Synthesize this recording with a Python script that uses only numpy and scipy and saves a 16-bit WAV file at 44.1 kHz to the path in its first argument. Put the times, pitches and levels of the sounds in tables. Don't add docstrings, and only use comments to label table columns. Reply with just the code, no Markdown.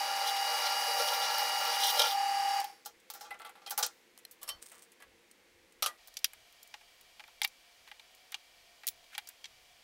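import sys
import numpy as np
from scipy import signal
from scipy.fft import rfft, irfft, next_fast_len
from scipy.io import wavfile

SR = 44100
rng = np.random.default_rng(int(sys.argv[2]) if len(sys.argv) > 2 else 0)


def master(y):
    cut = np.clip(np.atleast_2d(y).T, -1, 1)
    pcm = np.round(cut * 32767)
    wavfile.write(sys.argv[1], SR, pcm.astype(np.int16))


N = 433501
TIME = np.arange(N) / SR
RUN = TIME[:round(2.85 * SR)]
STOP_S, MOVE_S = 2.617, 5.973

# [multiple of HUM_HZ, rms level/dB before load and wavering]
HUM = [(1, -50), (2, -52), (3, -43.5), (4, -53.5), (5, -46.5), (7, -60), (8, -72)]
HUM_HZ = 960
EARLY_S = 0.0098
# [t/s, level/dB]
LOAD = [(0, -3), (.5, 1.5), (1.8, 1.5), (2.0, 3), (2.15, -6), (2.6, -4)]
# [mean f/Hz, mean rms level/dB]
SHAFTS = [(262, -73.5), (527, -63), (662, -59), (1190, -54), (1224, -54.5), (1655, -53.5), (2052, -57.5),
          (4668, -52), (4734, -59.5)]
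# [idle f/Hz, idle rms level/dB, then per dB of cut above idle:
# f lost/Hz, level lost/dB, wavering/dB]
MESH = [(794.6, -30.5, 0.26, 0.49, 0.08), (830, -37.5, 0.019, 0.37, 0.16)]
MESH_T60_S = .3
# [f/Hz, density/dB per Hz]
MOTOR = [(88, -91.5), (150, -59), (440, -37.5), (560, -40), (760, -24), (1040, -21), (1210, -20.5),
         (2600, -22), (2920, -21.5), (3620, -29), (4760, -21), (7000, -30), (16000, -40)]
MOTOR_DB = -40
# [f/Hz, width/Hz, level/dB]
CASING = [(1750, 74, 1), (2050, 580, -8), (4720, 290, 3.5), (5440, 210, 2.5), (10300, 330, -6.5)]

# [f/Hz, width/Hz, level/dB]
TUBE = [(481.2, 23.7, 1), (572, 67, -4.5), (597.3, 31, -2), (747, 6, 5.5), (777, 58, -18.5),
        (857, 110, 0.5), (904, 28, -3.5), (1160, 21, -2), (1380, 54, 1), (1693, 30, -5), (2370, 140, -8.5),
        (3940, 24, -6.5), (4300, 39, -4.5), (5430, 40, -11), (5550, 1040, -17)]
# [f/Hz, density/dB per Hz]
CUT = [(250, -61), (430, -19), (798, -8), (1080, 5), (2630, -45), (2820, 4.5), (3390, -15), (4760, 2.5),
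       (7000, -14), (9100, -52)]
# [t/s, level/dB]
FEED = [(0, -48.5), (.24, -48.5), (.36, -54.5), (.52, -46), (.66, -42), (.79, -47.5), (1.1, -48.5),
        (1.32, -43.5), (1.58, -47.5), (1.68, -41.5), (1.86, -51), (1.96, -44.5), (2.05, -41), (2.16, -62.5),
        (2.6, -60)]
IDLE_DB = -65
# [t/s, length/s, level/dB]
BITES = [(.88, 0.032, -42.5), (.99, 0.031, -36.5), (1.08, 0.061, -42), (1.22, 0.042, -45),
         (1.995, 0.022, -35.5)]
BITE_RISE_S, BITE_FALL_S = 0.035, 0.037
GROWL_HZ, GROWL_DB = 700, -3
# [f/Hz, density/dB per Hz]
CHIPS = [(3530, -40), (6000, -2), (7190, -13.5), (10100, -3.5), (12200, -8.5), (14900, -8), (16000, -16)]
# [f/Hz, width/Hz, level/dB]
CURLS = [(10480, 280, -6.5), (13700, 120, -11.5), (14550, 220, 11), (15430, 350, 3)]
CHIPS_DB, CHIPS_FOLLOW, CHIPS_UNDER_RASP_DB = -46, 1, -10
# [f/Hz, width/Hz, level/dB]
SQUEAL = [(3180, 200, -4), (3520, 260, -3), (3800, 200, -2), (4030, 120, -1), (5500, 900, -10.5)]
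# [t/s, length/s, level/dB]
RASPS = [(.263, 0.036, -39.5), (.365, 0.0076, -40), (.66, 0.013, -44), (.985, 0.022, -45),
         (1.076, 0.019, -39.5), (1.135, .015, -41), (1.218, 0.041, -44), (1.73, 0.028, -43),
         (1.80, 0.044, -37), (1.836, 0.071, -32.5), (1.975, 0.0055, -40), (1.9955, 0.0075, -25),
         (2.016, 0.0074, -29.5), (2.035, 0.095, -40)]
RISE_S, FALL_S = 0.005, 0.011
THROUGH_S, THROUGH_DB = 1.96, 0
CHATTER_DB = -7.5
RASP_UNDER_CUT_DB = -3

# [t/s, level/dB, bass level/dB, treble level/dB, middle-band t60/s, favoured f/Hz]
KNOCKS = [(2.602, -47.5, -30, 13.5, .04, 10000), (2.6434, -37, -19, 1, 0.038, 5300),
          (2.851, -48, -8, -10, 0.095, 5160), (2.859, -38.5, -2.5, 1.5, 0.12, 5050),
          (3.1012, -37.5, -8.5, 2, 0.1, 11000), (3.137, -44.5, -3, 4, 0.11, 10400),
          (3.1495, -45.5, 1, -2, 0.2, 5500), (3.2091, -43, 1, -5, 0.22, 4900),
          (3.2503, -50.5, 4, -30, 0.19, 3220), (3.307, -47, 11, -2.5, 0.13, 2010),
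          (3.3443, -55, 10, -29, 0.087, 1930), (3.3985, -56, 15, 2.5, 0.13, 2340),
          (3.4178, -50, 6.5, -12, 0.09, 2120), (3.4483, -44, 6, -5.5, 0.16, 2500),
          (3.4934, -63.5, 19.5, 13, 0.09, 1980), (3.554, -60, 12.5, -3, 0.22, 2360),
          (3.6177, -57, 6.5, -15, 0.15, 3180), (3.663, -38, -3, -16, 0.098, 3700),
          (3.6728, -41, -31, -6, 0.14, 2960), (3.698, -50, -22, 12, 0.014, 9000),
          (3.707, -31, -1, 2, 0.12, 6150), (3.7772, -29.5, 0.5, 5, 0.18, 9650),
          (3.7895, -29.5, -2, -5, 0.066, 6300), (3.8273, -20, -7.5, -10, 0.12, 5400),
          (3.864, -32.5, -16, 5.5, 0.031, 6450), (4.1767, -46, -13, 2, 0.014, 4640),
          (4.187, -58, -25, 7, 0.092, 2230), (4.251, -42, -21, 2.5, 0.017, 3950),
          (4.3114, -57, -25, 9, 0.16, 8980), (4.4153, -51, 3.5, 0, 0.47, 3300),
          (4.4306, -43.5, 6, 8.5, 0.079, 9500), (4.4776, -40.5, 4.5, 0, 0.19, 4220),
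          (4.49, -30.5, -2, 1.5, 0.089, 3300), (4.717, -54.5, 7.5, -6, 0.31, 2040),
          (4.9188, -58, -5, 5.5, 0.095, 2480), (5.002, -54.5, 7.5, -5, 0.14, 1980),
          (5.0228, -49.5, 4, -1, 0.085, 2040), (5.8239, -19.5, -5, -3.5, 0.11, 4020),
          (5.8612, -20.5, -2, -3, 0.061, 4030), (5.8656, -41.5, 10, 9.5, 0.14, 2040)]
LIFT_S, DOWN_S = 4.4, 5.8
# [mean f/Hz, level/dB, longest t60/s]
VISE = [(497, -9, 0.18), (808, -1, 0.2), (847, -7, 0.15), (1168, -7.5, 0.2), (1361, -2.5, 0.15),
        (2020, 7, 0.14), (2500, -1, 0.23), (3200, -0.5, 0.2), (4060, -4.5, 0.25), (5200, -12.5, 0.022),
        (5730, -9, 0.066), (5400, -21, 0.13), (630, -24, 0.087)]
# [mean f/Hz, level/dB, longest t60/s]
LIFTED = [(1143, -6, 0.13), (1677, 6, 0.17), (1960, 2, 0.15), (3020, -5, .08), (3100, 3, .12),
          (4330, 0, .15), (4970, -5, .05), (5400, 5, 0.036)]
# [mean f/Hz, level/dB, longest t60/s]
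SET_DOWN = [(800, -12, 0.11), (1210, -0.5, .2), (1310, -3, 0.08), (1980, 13, 0.15), (3230, 1, .12),
            (3870, -11, .05), (4350, -11, .1), (5740, 4, 0.044)]
SNAP_DB, SNAP_T60_S = -17, 0.0041
SHIFT = .014

# [t/s, level/dB]
JERKS = [(4.627, -46), (4.663, -50), (4.69, -59), (4.717, -52), (4.751, -54), (4.786, -54), (4.826, -52.5)]
JERK_RISE_S, JERK_FALL_S = 0.011, 0.031
# [t/s, level/dB]
TICKS = [(3.0, -58), (3.2, -56), (3.267, -61), (3.343, -58), (3.391, -56), (3.419, -53), (3.462, -52),
         (3.472, -55), (5.313, -51), (5.723, -56)]
TICK_RISE_S, TICK_FALL_S = .001, .01
# [f/Hz, density/dB per Hz]
SWARF = [(500, -14), (1300, -5.5), (4000, -4.5), (8300, 0), (12000, -8), (16000, -4)]
# [f/Hz, width/Hz, level/dB]
SWARF_RINGS = [(8360, 410, 9), (9700, 240, 12)]

# [t/s, level/dB, bass level/dB, treble level/dB, favoured f/Hz]
TAPS = [(6.074, -52, -19, 7, 9000), (6.082, -49, -1, 3.5, 11000), (6.1405, -55, -20, 4, 5000),
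        (6.1692, -30, -20, -5, 4450), (6.1894, -51, -19, 6, 5000), (6.244, -16.5, -30, -3.5, 3930),
        (6.334, -49, 3, 3.5, 1920), (6.526, -64, -20, 9, 12000), (6.6297, -55.5, -28, 9.5, 6220),
        (6.675, -65, -20, 12.5, 9000), (6.7405, -35.5, 2.5, -37, 2520), (6.8109, -53, 4, -14, 2330),
        (7.0114, -59, -15, 9, 9000), (7.196, -43, 2, -27, 2490), (7.2034, -43.5, 2, -19, 2440),
        (7.2394, -50, 4, -22, 2350), (7.2786, -49, 9.5, -7, 2350), (7.4173, -21, -5, -7.5, 2970),
        (7.4332, -30, -8, -24, 6900), (7.4425, -25, -6, -15, 3100), (7.4472, -22, -4, -7.5, 2960),
        (7.476, -47, -30, 5.5, 4960), (7.8755, -47, 3, -22, 2880), (7.9152, -41.5, -1, -22, 2280),
        (7.9963, -45, 0, -17, 2730), (8.1494, -65, -19, 12.5, 7950), (8.3205, -46.5, -25, 4, 5000),
        (8.3245, -38.5, -2, -22, 2400), (8.3433, -26, -3, -37, 2900), (8.835, -42.5, 2.5, -28.5, 2190),
        (8.8437, -49, -23, -12, 2100), (8.8689, -38, -40, 13, 8770), (8.877, -32, -40, 6, 8900),
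        (8.8855, -31, -40, 7.5, 8770), (9.042, -52, -18, -16, 3200), (9.1503, -34.5, -4, -38, 3000),
        (9.1798, -26.5, -1.5, -5.5, 2570), (9.1864, -35, -5, -39, 2630), (9.2732, -44, -3, -3, 5400),
        (9.2894, -51.5, -29, 14, 4970), (9.443, -36, -8, -31, 3140), (9.4557, -39, -27, -27, 3500)]
TAP_T60_S = 0.032
# [mean f/Hz, level/dB, longest t60/s]
BENCH = [(850, -6, 0.087), (1640, -4, 0.19), (1920, -1.5, 0.09), (2140, -5.5, 0.045), (2345, -1, 0.11),
         (2807, -10.5, 0.1), (3220, -9, 0.039), (3700, -10, 0.075), (4760, -8, 0.0083),
         (5650, -5.5, 0.0047), (7070, -2, 0.051), (9000, -15, 0.014)]
# [t/s, length/s, level/dB]
SCUFFS = [(7.885, 0.0079, -57), (9.135, 0.023, -52.5), (9.29, 0.019, -60.5)]
SCUFF_RISE_S, SCUFF_FALL_S = 0.029, 0.01
# [f/Hz, density/dB per Hz]
SCUFF = [(500, -25), (900, -15), (1800, 1), (2600, -1), (5000, -17), (16000, -21)]

# [f/Hz, density/dB per Hz]
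SHOP_AIR = [(15, -97), (25, -39.5), (127, -20.5), (190, -8.5), (476, -8), (624, -13), (863, -10.5),
            (1230, -14.5), (2110, -7), (2760, -11.5), (16000, -27.5)]
# [f/Hz, width/Hz, level/dB]
SHOP_TONES = [(345.6, 28, 10), (464, 12, 12.7), (515, 42, 9.5)]
# [f/Hz, density/dB per Hz]
BENCH_AIR = [(15, -36), (25, 1.5), (100, -14), (300, -9.5), (480, -5.5), (714, -4), (1370, -7), (2280, -3),
             (4870, -5), (5280, -6.5), (8000, -12), (16000, -17.5)]
# [f/Hz, width/Hz, level/dB]
BENCH_TONES = [(512, 5, 12), (650, 5, 15), (703, 9, 15), (745, 4, 17), (1860, 24, 10), (2326, 74, 9.7),
               (2930, 150, 4.2), (3250, 110, 6.5), (4700, 110, 4.1)]
SHOP_DB, BENCH_DB, SIDE_DB = -65, -62, -91.5
RUMBLE_DB, RUMBLE_RUNNING_DB = -86.5, -95
CUTOFF_HZ = 15780


def amp(db):
    return 10 ** (np.asarray(db) / 20)


def rms_one(x):
    return x / np.sqrt(np.mean(x ** 2) + 1e-20)


def in_time(rows):
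    s, db = np.transpose(rows)
    return np.interp(RUN, s, db)


def band(x, low_hz, high_hz, order=2):
    return signal.sosfilt(signal.butter(order, [low_hz, min(high_hz, 20000)], "band", fs=SR, output="sos"), x)


def resonate(x, hz, width):
    r = np.exp(-np.pi * width / SR)
    return signal.lfilter([1, 0, -1], [1, -2 * r * np.cos(2 * np.pi * hz / SR), r * r], x) * (1 - r * r) / 2


def drift(rate, size):
    r = np.exp(-40 * np.pi * rate / SR)
    noise = rng.standard_normal(size // 20 + 2002)
    slow = signal.lfilter([1], [1, -2 * r, r * r], noise)[2000:]
    return np.interp(np.arange(size) / 20, np.arange(len(slow)), rms_one(slow))


def coloured(x, spectrum, bumps=()):
    size = next_fast_len(len(x))
    hz = np.arange(size // 2 + 1) * SR / size + 1
    corner_hz, corner_db = np.transpose(spectrum)
    level_db = np.interp(np.log(hz), np.log(corner_hz), corner_db)
    for centre_hz, width, db in bumps:
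        level_db = level_db + db / (1 + (2 * (hz - centre_hz) / width) ** 2)
    return rms_one(irfft(rfft(x, size) * amp(level_db), size)[:len(x)])


def resonances(x, modes, patchy_db, rate):
    total = 0
    for hz, width, db in modes:
        ringing = resonate(resonate(x, hz, width), hz, width)
        total = total + amp(db + patchy_db * drift(rate, len(x))) * ringing
    return rms_one(total)


def grains(per_s, spread_db, size):
    sizes = amp(spread_db * np.minimum(rng.exponential(1, size), 5)) * rng.standard_normal(size)
    return rms_one(sizes * (rng.random(size) < per_s / SR))


def bursts(rows, time, rise_s, fall_s):
    gain = 0
    for s, length, db in rows:
        before = np.maximum((s - time) / rise_s, 0)
        after = np.maximum((time - s - length) / fall_s, 0)
        gain = gain + amp(db - 20 * before - 20 * after)
    return gain


def air():
    shop = amp(SHOP_DB) * coloured(rng.standard_normal(N), SHOP_AIR, SHOP_TONES)
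    bench = amp(BENCH_DB) * coloured(rng.standard_normal(N), BENCH_AIR, BENCH_TONES)
    rumble_db = np.where(TIME < STOP_S, RUMBLE_RUNNING_DB, RUMBLE_DB) + 5.3 * drift(2.7, N)
    rumble = amp(rumble_db) * rms_one(band(rng.standard_normal(N), 8.1, 95))
    return np.where(TIME < MOVE_S, shop, bench) + rumble


def coast(drop_db, t60, early_s=0):
    after = np.maximum(RUN - STOP_S + early_s, 0)
    return amp(drop_db * np.minimum(after / 0.0015, 1) - 60 * after / t60)


def tone(hz, db):
    turns = np.cumsum(hz + 0 * RUN) / SR + rng.random()
    return np.sqrt(2) * amp(db) * np.sin(2 * np.pi * turns)


def motor_tones(feed_db, load_db):
    size = len(RUN)
    depth_db = np.maximum(feed_db - IDLE_DB, 0)
    mesh = 0
    for hz, db, sag, damp, waver in MESH:
        waver_db = .5 + waver * depth_db + 3 * (RUN > STOP_S)
        mesh = mesh + tone(hz - sag * depth_db, db - damp * depth_db + waver_db * drift(31, size))
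    hum = sum(tone(k * HUM_HZ, db + drift(10, size)) for k, db in HUM) * amp(load_db)
    shafts = sum(tone(hz * (1 + 0.00122 * drift(6.0, size)), db + 0.94 * drift(28, size))
                 for hz, db in SHAFTS)
    return (mesh * coast(drop_db=-5.5, t60=MESH_T60_S)
            + (hum + shafts) * coast(drop_db=-17.5, t60=.1, early_s=EARLY_S))


def motor_noise(load_db):
    white = rng.standard_normal(len(RUN))
    noise = coloured(white, MOTOR) + amp(-8) * resonances(white, CASING, patchy_db=1, rate=30)
    return amp(MOTOR_DB + 0.32 * load_db) * noise


def tube_cut(feed_db):
    size = len(RUN)
    tearing = grains(6500, spread_db=2.5, size=size) * amp(1.2 * drift(65.5, size))
    body = resonances(tearing, TUBE, patchy_db=-0.5, rate=10)
    cut = band(body + amp(-5.5) * coloured(tearing, CUT), 510, 9600, order=4)
    growl = amp(GROWL_DB) * band(cut, 370, GROWL_HZ)
    biting = bursts(BITES, RUN, BITE_RISE_S, BITE_FALL_S)
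    return amp(6.5) * (amp(feed_db) * cut + biting * (amp(-9.5) * cut + growl))


def chips_and_rasp(feed_db, load_db):
    size = len(RUN)
    curling = grains(9000, spread_db=2.0, size=size)
    hiss = amp(2.5 * drift(1.7, size)) * coloured(curling, CHIPS)
    chips = hiss + amp(-8.5) * resonances(curling, CURLS, patchy_db=7.5, rate=3)
    squeal = resonances(grains(9000, spread_db=2.0, size=size), SQUEAL, patchy_db=1, rate=40)
    rasp = squeal * amp(2.0 * drift(200, size) - .5)
    rasp += amp(THROUGH_DB) * (RUN > THROUGH_S) * resonate(rasp, 3200, 210)
    chatter = band(grains(1500, spread_db=2.0, size=size), 1000, 13000)
    rasping = bursts(RASPS, RUN, RISE_S, FALL_S)
    chips_gain = amp(CHIPS_DB + CHIPS_FOLLOW * load_db) + amp(CHIPS_UNDER_RASP_DB) * rasping
    rasp_gain = amp(feed_db + RASP_UNDER_CUT_DB) + rasping
    return chips_gain * chips + rasp_gain * rasp + amp(CHATTER_DB) * rasping * chatter


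def drill():
    feed_db, load_db = in_time(FEED), in_time(LOAD)
    dull = motor_noise(load_db) + tube_cut(feed_db)
    bright = chips_and_rasp(feed_db, load_db)
    return (motor_tones(feed_db, load_db) + dull * coast(drop_db=-5, t60=0.45)
            + bright * coast(drop_db=-4, t60=0.39, early_s=EARLY_S))


def blows(events, modes, low_hz, ring_db, held, crack_db, tail_db, tail_t60, top_hz):
    age = TIME[:SR // 4]
    out = np.zeros(N + SR // 4)
    modes_hz = np.array(modes)[:, 0]
    chance = rng.normal(0, 2.2, (len(events), len(modes)))
    shifts = 1 + SHIFT * rng.standard_normal(chance.shape)
    for (s, db, bass_db, treble_db, t60, near_hz), luck_db, shift in zip(events, chance, shifts):
        grit = grains(20000, spread_db=1.2, size=len(age))
        grit *= 1 + amp(SNAP_DB - 60 * age / SNAP_T60_S)
        grit[0] = amp(crack_db)
        bass, middle, treble = (grit * amp(-60 * age / (max(t60, .004) * slow)) for slow in (1.5, 1, .65))
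        tail = grit * amp(tail_db - 60 * age / tail_t60)
        favour_db = np.where(modes_hz < 1500, bass_db, -22 * np.abs(np.log2(modes_hz / near_hz)))
        rings = 0
        for (hz, mode_db, mode_t60), extra_db, detune in zip(modes, favour_db + luck_db, shift):
            width = np.log(1000) / (np.pi * min(mode_t60, held * t60))
            rings = rings + amp(mode_db + extra_db) * resonate(middle, hz * detune, width)
        centre_hz = min(near_hz, 5000)
        sound = amp(bass_db - 1.5) * band(bass + tail, low_hz, 1880)
        sound += amp(1.0) * band(middle + tail, centre_hz / 1.71, centre_hz * 1.61)
        sound += amp(treble_db + 1.5) * band(treble + tail, 6100, max(2.9 * near_hz, top_hz))
        sound += amp(ring_db) * rings
        out[round(s * SR):][:len(age)] += amp(db) * sound
    return band(out[:N] + 1e-18, low_hz, 20000, order=6)


def knocks():
    events = np.array(KNOCKS)
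    stage = np.digitize(events[:, 0], (LIFT_S, DOWN_S))
    struck = ((VISE, 17.5, .7), (LIFTED, 15, 1.3), (SET_DOWN, 13.5, 1.2))   # modes, ring dB, held
    total = sum(blows(events[stage == i], modes, low_hz=501, ring_db=ring_db, held=held,
                      crack_db=12.5, tail_db=-42.0, tail_t60=1.0, top_hz=12300)
                for i, (modes, ring_db, held) in enumerate(struck))
    return total * (TIME < MOVE_S)


def swarf():
    skitter = coloured(grains(1200, spread_db=2.0, size=N), SWARF, SWARF_RINGS)
    tick = coloured(rng.standard_normal(N), SWARF, SWARF_RINGS)
    jerking = bursts([(s, 0, db) for s, db in JERKS], TIME, JERK_RISE_S, JERK_FALL_S)
    ticking = bursts([(s, 0, db) for s, db in TICKS], TIME, TICK_RISE_S, TICK_FALL_S)
    return tick * ticking + skitter * jerking


def taps():
    events = np.insert(TAPS, 4, TAP_T60_S, axis=1)
    return blows(events, BENCH, low_hz=790, ring_db=16.5, held=1.0,
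                 crack_db=13, tail_db=-21.5, tail_t60=0.11, top_hz=13200)


def scuffs():
    drag = coloured(grains(8700, spread_db=-5.0, size=N), SCUFF)
    return drag * bursts(SCUFFS, TIME, SCUFF_RISE_S, SCUFF_FALL_S)


def scene():
    mid = air() + knocks() + swarf() + taps() + scuffs()
    mid[:len(RUN)] += drill()
    mid *= np.clip(np.abs(TIME - MOVE_S) / 0.0026, 0, 1)
    side = amp(SIDE_DB) * rms_one(band(rng.standard_normal(N), 17, 220))
    return np.array([mid + side, mid - side])


def record(dry):
    return signal.sosfilt(signal.ellip(12, .5, 70, CUTOFF_HZ, fs=SR, output="sos"), dry)


dry = scene()
out = record(dry)
master(out)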